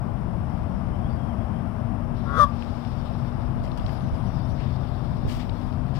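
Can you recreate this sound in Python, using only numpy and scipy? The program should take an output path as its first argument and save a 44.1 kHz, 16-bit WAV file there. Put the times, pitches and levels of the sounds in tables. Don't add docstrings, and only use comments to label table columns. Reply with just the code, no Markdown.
import sys
import numpy as np
from scipy import signal
from scipy.fft import rfft, irfft
from scipy.io import wavfile
from scipy.ndimage import uniform_filter1d

SR = 44100
rng = np.random.default_rng(int(sys.argv[2]) if len(sys.argv) > 2 else 0)


def wav_out(sig):
    wavfile.write(sys.argv[1], SR, np.round(np.clip(np.atleast_2d(sig).T, -1, 1) * 32767).astype(np.int16))


N = 264159
TIME = np.arange(N) / SR
BINS = np.fft.rfftfreq(N, 1 / SR)
GROWL_S, BREAK_S, RELEASE_S = 2.228, 2.3845, 2.438
CHAOS_S = .013

# (frequency [Hz], correlation [0-1])
PORT_LIKENESS = [(25, 0), (60, 0.004), (130, 1), (290, 0.67), (640, 1), (1400, 0.38), (3000, 0), (15000, 0)]
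# (frequency [Hz], relative level [dB])
RUMBLE_SPECTRUM = [(11, -49), (18, -10), (49, 2), (129, 0.5), (206, -5.5), (239, -8.5), (270, -10),
                   (450, -22.5), (580, -70), (990, -120)]
# (frequency [Hz], relative level [dB])
TYRE_SPECTRUM = [(240, -10.5), (400, -19), (480, -6), (643, 0.5), (800, -3), (1170, -7.5), (1850, -20.5),
                 (3160, -28.5), (4040, -40), (5410, -34.5), (6400, -50.5), (7600, -44.5), (8400, -48.5),
                 (9400, -39), (11200, -49), (15600, -51)]
# (time [s], half-width [s], height [dB])
ENGINE_DRONES = [(231, 2.5, -40, [(2.0, 0.83, 8.5), (3.4, 0.34, 5), (5.6, 0.67, 3.5)]),
                 (101.2, 0.27, -39.5, [(2.0, 0.46, 5.5), (3.45, .25, 6), (4.75, .3, 6)]),
                 (125.3, 1.0, -45, [(3.3, 0.46, 16), (4.65, 0.62, 16.5), (5.9, .25, 15.5)]),
                 (78.8, -0.9, -41.5, [(0.72, .45, 8.5)])]
# (frequency [Hz], relative level [dB])
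HISS_SPECTRUM = [(1500, -4), (2500, -8), (3600, 0.5), (4100, -3), (4900, -3), (5600, -6), (6300, -28),
                 (7500, -17), (8500, -26), (15000, -24)]
# (frequency [Hz], width [Hz], level against the hiss [dB])
HISS_RESONANCES = [(3576, 81, -10), (4935, 210, -13.5), (5520, 150, -15)]
# (time [s], half-width [s], change [dB])
HISS_CHANGES = [(.6, 0.23, 3.5), (3.536, 0.2, -7), (5.85, 0.17, -5)]
# (start [s], length [s], first pitch [Hz], last pitch [Hz], width [Hz], level [dB])
WHISTLE_GLIDES = [(.44, .16, 5500, 4850, 450, -70), (.69, .12, 5680, 5150, 200, -68),
                  (0.888, .13, 3040, 3130, 55, -61), (1.0, .13, 3000, 3620, 55, -59.5),
                  (1.09, .09, 4600, 4800, 450, -59), (1.15, .21, 3300, 3130, 55, -60.5),
                  (1.34, .11, 3190, 3370, 70, -62.5), (1.508, .12, 2970, 3320, 90, -62),
                  (3.788, 0.12, 4560, 5750, 350, -60), (3.89, .09, 4800, 4970, 400, -57),
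                  (3.91, .045, 11300, 11700, 400, -63), (3.95, 0.098, 10800, 9900, 900, -67),
                  (4.0, .14, 6060, 5750, 200, -66), (4.09, .22, 9900, 9450, 900, -68),
                  (4.26, 0.11, 5860, 5450, 250, -62.5), (4.34, 0.088, 5450, 4300, 400, -57),
                  (4.395, 0.081, 4400, 5700, 400, -58.5), (4.452, .08, 9600, 10000, 700, -67),
                  (4.48, .11, 5930, 5550, 250, -63.5)]
# (frequency [Hz], relative level [dB])
STRAW_SPECTRUM = [(500, -32), (1000, -3), (1600, -4), (3060, -3.5), (4000, -9.5), (5200, -6), (6100, -16),
                  (7700, -17.5), (8500, -17), (12000, -20), (15600, -19)]
# (start [s], length [s], relative level [dB], treble cutoff [Hz])
FOOTSTEPS = [(2.45, 1, -53, 8000), (3.627, 0.078, -48, 11000), (3.773, 0.015, -41.5, 11500),
             (3.75, 0.26, -56, 14000), (3.857, 0.16, -50.5, 8000), (4.137, 0.049, -50, 8000),
             (4.568, 0.19, -42.5, 3680), (5.268, 0.18, -39, 13900), (5.391, 0.049, -40, 6000),
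             (5.53, 0.41, -56.5, 14000), (5.933, 0.16, -44.5, 7000)]
# (time [s], relative peak [dB], ring [Hz])
STALK_SNAPS = [(2.6226, -32, 2520), (2.849, -38, 2600), (3.716, -36, 3400), (3.7957, -38, 3280),
               (3.8625, -34.5, 3800), (3.892, -38, 2320), (4.0063, -40, 3401), (5.2943, -37.5, 2620),
               (5.318, -35, 3210), (5.326, -41, 3130), (5.494, -33, 3200)]
# (frequency [Hz], gain [dB])
STALK_DULLING = [(1000, 0.5), (4500, -1.5), (6500, -12), (15000, -12)]
# (frequency [Hz], loss [dB])
PORT_LOSS = [(25, 34), (60, 12.4), (130, 18.2), (250, 18.4), (420, 18.7), (600, 29), (1170, 13.8),
             (1800, 19.7), (4200, 23.2), (6400, 40), (8100, 24), (8500, 31), (9300, 1), (10600, 28),
             (15000, 3.8)]
# (time [s], half-width [s], level [dB])
HAND_RUBS = [(0.8, 0.45, -45), (3.7, 0.25, -40), (5.25, 0.11, -33.5)]
# (time [s], level [dB], pitch [Hz], case knock against the push [dB])
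HAND_BUMPS = [(0.414, -27.5, 71, -30), (0.6, -25, 75, -35), (0.782, -36, 80, -28), (0.913, -28, 80, -28),
              (1.05, -26, 45, -35), (1.133, -27, 70.6, -28), (2.115, -28, 100, -30), (2.145, -28, 65, -35),
              (3.487, -28, 150, -9), (3.56, -23, 70, -17), (3.605, -24, 60.3, -30), (3.79, -24, 79, -28),
              (3.84, -18, 65, -32), (4.014, -25, 90, -24), (4.046, -28, 45, -35), (4.124, -16, 62, -32),
              (5.125, -27, 95, -20), (5.25, -14.5, 100, -11), (5.279, -16.5, 84.6, -16),
              (5.338, -28, 90, -18), (5.367, -22, 111, -17)]
# (frequency [Hz], time to fall 60 dB [s])
SCATTER_DECAY = [(300, .5), (1200, 0.46), (4000, 0.39), (12000, 0.17)]
# (frequency [Hz], width [Hz], relative gain [dB])
THROAT_RESONANCES = [(498, 130, -7.5), (1107, 114, 0), (1300, 66, -0.5), (1356, 114, -0.5), (1537, 95, -11),
                     (1950, 98, -18), (3400, 700, -40)]
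# (multiple of the pitch, relative level [dB])
NOTE_PARTIALS = [(1, -11), (2, 4.5), (3, -21.5), (4, -41), (5, -48), (6, -38)]
# (frequency [Hz], relative gain [dB])
RASP_SPECTRUM = [(300, -34), (1500, 12.5), (2000, -10), (2500, -6), (2950, -8), (3380, 8.5), (3800, 1),
                 (4200, -10), (4900, -2), (6500, -9), (7150, -18), (8000, -18), (10500, -11), (11500, -21),
                 (15500, -31)]


def gain_of(db):
    return 10 ** (np.asarray(db) / 20)


def unit_rms(x):
    return x / np.sqrt(np.mean(x ** 2) + 1e-20)


def lookup(table, hz):
    table_hz, values = np.transpose(table)
    return np.interp(np.log(hz + 1), np.log(table_hz + 1), values)


def colour(x, spectrum):
    return irfft(rfft(x) * gain_of(lookup(spectrum, BINS)), N)


def drift(rate_hz, size=8192):
    t = np.linspace(0, N / SR, size)
    rolloff = 1 + (np.fft.rfftfreq(size, t[1]) / rate_hz) ** 4
    slow = irfft(rfft(rng.standard_normal(size)) / rolloff, size)
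    return np.interp(TIME, t, unit_rms(slow))


def resonate(x, hz, width_hz):
    carrier = np.exp(2j * np.pi * np.cumsum(hz * np.ones(len(x))) / SR)
    pole = np.exp(-np.pi * width_hz / SR)
    for _ in range(2):
        x = 2 * (carrier * signal.lfilter([1 - pole], [1, -pole], x / carrier + 1e-18)).real
    return x


def add(mix, s, sound):
    part = mix[round(s * SR):][:len(sound)]
    part += sound[:len(part)]


def since(s):
    return np.maximum(TIME - s, 0)


def until(s):
    return np.maximum(s - TIME, 0)


def ramp(s, length):
    return np.minimum(since(s) / length, 1)


def hump(s, half_width):
    return np.exp(-((TIME - s) / half_width) ** 2)


def pulses(cycles, count):
    return unit_rms(np.sinc(count * ((cycles + .5) % 1 - .5)) - 1 / count)


def patchy(x, depth_db):
    frames = signal.stft(x, nperseg=512)[2]
    patches = uniform_filter1d(rng.standard_normal(frames.shape[-2:]), size=4, axis=0)
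    patches = uniform_filter1d(patches, size=7, axis=1)
    return signal.istft(frames * gain_of(depth_db * unit_rms(patches)), nperseg=512)[1][..., :N]


def diffuse(spectrum):
    left, unrelated = rfft(rng.standard_normal((2, N)))
    likeness = lookup(PORT_LIKENESS, BINS)
    right = likeness * left + np.sqrt(1 - likeness ** 2) * unrelated
    return unit_rms(irfft(np.array([left, right]) * gain_of(lookup(spectrum, BINS)), N))


def traffic(rumble_db=-25, tyre_db=-36):
    rumble = diffuse(RUMBLE_SPECTRUM) * gain_of(rumble_db + .6 * drift(1.5))
    tyres = diffuse(TYRE_SPECTRUM) * gain_of(tyre_db + .45 * drift(1.8))
    return rumble + tyres


def exhaust(top_s=1.6, swell_db=-31.5, rise_db_per_s=6, fall_db_per_s=22, murmur_db=-43):
    boom = unit_rms(resonate(rng.standard_normal(N), hz=176, width_hz=65))
    swell = gain_of(swell_db - rise_db_per_s * until(top_s) - fall_db_per_s * since(top_s))
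    return (swell + gain_of(murmur_db)) * boom


def engine(start_hz, glide, db, swells, waver=.0038, wander_hz=.631, fading_db=.9):
    hz = start_hz + glide * TIME + wander_hz * drift(.78)
    cycles = np.cumsum(hz * (1 + waver * drift(7.6))) / SR
    swell_db = sum(height * hump(s, half_width) for s, half_width, height in swells)
    return gain_of(db + swell_db + fading_db * drift(1.22)) * unit_rms(np.sin(2 * np.pi * cycles))


def hiss(early_db=-69, late_db=-55, opens_s=2.12, flicker_db=1.5):
    noise = rng.standard_normal(N)
    rings = sum(gain_of(db) * unit_rms(resonate(noise, hz, width)) for hz, width, db in HISS_RESONANCES)
    bed = patchy(diffuse(HISS_SPECTRUM), depth_db=2.5)
    level_db = early_db + (late_db - early_db) * ramp(opens_s, .057)
    level_db += sum(db * hump(s, half_width) for s, half_width, db in HISS_CHANGES)
    return (bed + rings) * gain_of(level_db + flicker_db * drift(22))


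def whistles():
    out = np.zeros(N)
    for s, length, first_hz, last_hz, width, db in WHISTLE_GLIDES:
        progress = np.linspace(0, 1, round(length * SR))
        hz = first_hz + (last_hz - first_hz) * progress
        tone = unit_rms(resonate(rng.standard_normal(len(hz)), hz, width))
        arch = np.sqrt(4 * progress * (1 - progress))
        add(out, s, gain_of(db) * arch * tone)
    return out


def straw_steps(stalks_per_s=11000, spread_db=2.4, attack_share=.16):
    sizes = gain_of(spread_db * np.minimum(rng.exponential(1, N), 4))
    grains = rng.standard_normal(N) * sizes * (rng.random(N) < stalks_per_s / SR)
    crunch = unit_rms(colour(grains, STRAW_SPECTRUM))
    out = np.zeros(N)
    for s, length, db, cutoff_hz in FOOTSTEPS:
        progress = since(s) / length
        weight = gain_of(db) * np.minimum(progress / attack_share, 1) * np.exp(-2 * progress ** 2)
        out += weight * signal.lfilter(*signal.butter(2, cutoff_hz, fs=SR), crunch)
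    return out


def straw_snaps(boost_db=5, crack_s=.0013):
    out, t = np.zeros(N), np.arange(1024) / SR
    for s, db, hz in STALK_SNAPS:
        crack = rng.standard_normal(len(t)) * t / crack_s * np.exp(-t / crack_s)
        ring = resonate(crack, hz, width_hz=2000)
        add(out, s, gain_of(db + boost_db) * ring / abs(ring).max())
    return colour(out, STALK_DULLING)


def straw_crackle(start_s=2.5, stalks_per_s=60, db=-64.5, clump_db=4, decay_s=.002):
    clicks = (rng.random(N) < stalks_per_s / SR) * rng.random(N) * gain_of(clump_db * drift(10))
    envelope = signal.lfilter([1], [1, -np.exp(-1 / (decay_s * SR))], clicks)
    bursts = colour(envelope * rng.standard_normal(N), STRAW_SPECTRUM)
    return gain_of(db) * (TIME > start_s) * unit_rms(colour(bursts, STALK_DULLING))


def covered_port(x, lag_s=.00014):
    muffled = colour(x, [(hz, -loss_db) for hz, loss_db in PORT_LOSS])
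    return np.interp(TIME - lag_s, TIME, muffled)


def wind_and_rubbing(lump_db=3, wind_db=-49):
    rumble = resonate(rng.standard_normal(N), hz=45, width_hz=90) * gain_of(lump_db * drift(13))
    slides = sum(gain_of(db) * hump(s, half_width) for s, half_width, db in HAND_RUBS)
    return unit_rms(rumble) * (gain_of(wind_db) + slides)


def hand_bumps(attack_cycles=.14):
    out, t = np.zeros(N), np.arange(4096) / SR
    for s, db, hz, knock_db in HAND_BUMPS:
        cycles = hz * t
        envelope = np.minimum(cycles / attack_cycles, 1) * np.exp(-cycles ** 2 / 2)
        push = envelope * np.sin(2 * np.pi * cycles)
        knock = resonate(rng.standard_normal(len(t)) * np.exp(-cycles), hz=380, width_hz=200)
        add(out, s, gain_of(db) * (push + gain_of(knock_db) * knock / abs(knock).max()))
    return out


def scatter(x, echoes_per_s=2000, first_echo_s=.012):
    t = np.arange(SR) / SR
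    taps = rng.standard_normal((2, SR)) * (rng.random((2, SR)) < echoes_per_s / SR) * (t > first_echo_s)
    hz, age_s, frames = signal.stft(taps, SR, nperseg=256)
    decay = gain_of(-60 * age_s / lookup(SCATTER_DECAY, hz)[:, None])
    tail = signal.istft(frames * decay, SR, nperseg=256)[1]
    return signal.fftconvolve(x[None], tail / np.linalg.norm(tail[0]), axes=1)[:, :N]


def membrane_cycles(growl_hz=142, locked_hz=150.8, jump_hz=15, scoop_hz=11, shift_s=.006,
                    rise_hz_per_s=32, sag_hz_per_s=105, droop_hz_per_s=430):
    hz = growl_hz - rise_hz_per_s * until(BREAK_S) - scoop_hz * np.exp(-since(GROWL_S) / .016)
    hz += (locked_hz - hz) * ramp(BREAK_S - 2 * shift_s, shift_s)
    hz += jump_hz * hump(BREAK_S, .009)
    hz -= sag_hz_per_s * np.minimum(since(BREAK_S), RELEASE_S - BREAK_S)
    hz -= droop_hz_per_s * np.minimum(since(RELEASE_S), .022)
    jitter = np.where(TIME < BREAK_S, .005, .0025) + .017 * hump(BREAK_S - CHAOS_S, CHAOS_S)
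    cycles = np.cumsum(hz * (1 + jitter * drift(120))) / SR
    return cycles - np.interp(BREAK_S, TIME, cycles)


def honk_envelopes(release_db_per_s=715, buzz_top_s=2.409):
    call = ramp(GROWL_S, .048) * gain_of(-release_db_per_s * since(RELEASE_S))
    breaking = hump(BREAK_S, .011)
    growl = gain_of(-20 - 125 * until(BREAK_S) - 200 * since(BREAK_S) + 5.5 * breaking)
    note = ramp(BREAK_S, .014) ** 2 * gain_of(-8 - 45 * since(BREAK_S))
    buzz = gain_of(-29.5 - 308 * until(buzz_top_s) - 100 * since(buzz_top_s) + 3 * breaking)
    return call * growl, call * note, call * buzz


def goose(throb=.1, sway_rad=.1, leak=.37, puff_cycles=.25, air_share=.48, shimmer_db=.6):
    cycles = membrane_cycles()
    flap_phase = 2 * np.pi * cycles
    opening = leak + np.exp(-(cycles % 1) / puff_cycles)
    puffs = unit_rms(opening * rng.standard_normal(N))
    roughness = .44 + .28 * hump(BREAK_S - CHAOS_S, 2 * CHAOS_S)
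    drive = np.sqrt(1 - roughness ** 2) * pulses(cycles, count=150) + roughness * puffs
    growl = unit_rms(sum(gain_of(db) * resonate(drive, hz, width) for hz, width, db in THROAT_RESONANCES))
    note_phase = 4 * flap_phase - sway_rad * np.sin(flap_phase)
    harmonics = sum(gain_of(db) * np.sin(multiple * note_phase) for multiple, db in NOTE_PARTIALS)
    shimmer = gain_of(shimmer_db * drift(150))
    note = unit_rms(harmonics * shimmer * (1 + throb * np.cos(flap_phase)))
    reed = unit_rms(opening * pulses(note_phase / (2 * np.pi) - .5, count=54))
    buzz = unit_rms(colour(air_share * puffs + (1 - air_share) * reed, RASP_SPECTRUM))
    growl_gain, note_gain, buzz_gain = honk_envelopes()
    return growl_gain * growl + note_gain * note + buzz_gain * buzz


def scene(scatter_db=-28):
    honk = goose()
    road = traffic() + exhaust() + sum(engine(*row) for row in ENGINE_DRONES)
    background = road + whistles()
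    echo = gain_of(scatter_db) * scatter(honk)
    straw = straw_steps() + straw_snaps() + straw_crackle()
    left, right = background + hiss() + straw + echo + honk
    return np.array([left, covered_port(right) + hand_bumps() + wind_and_rubbing()])


def record(dry, cutoff_hz=15740):
    lowpass = signal.firwin(1023, cutoff_hz, window=("kaiser", 9), fs=SR)
    return signal.oaconvolve(dry, lowpass[None], "same")


dry = scene()
out = record(dry)
wav_out(out)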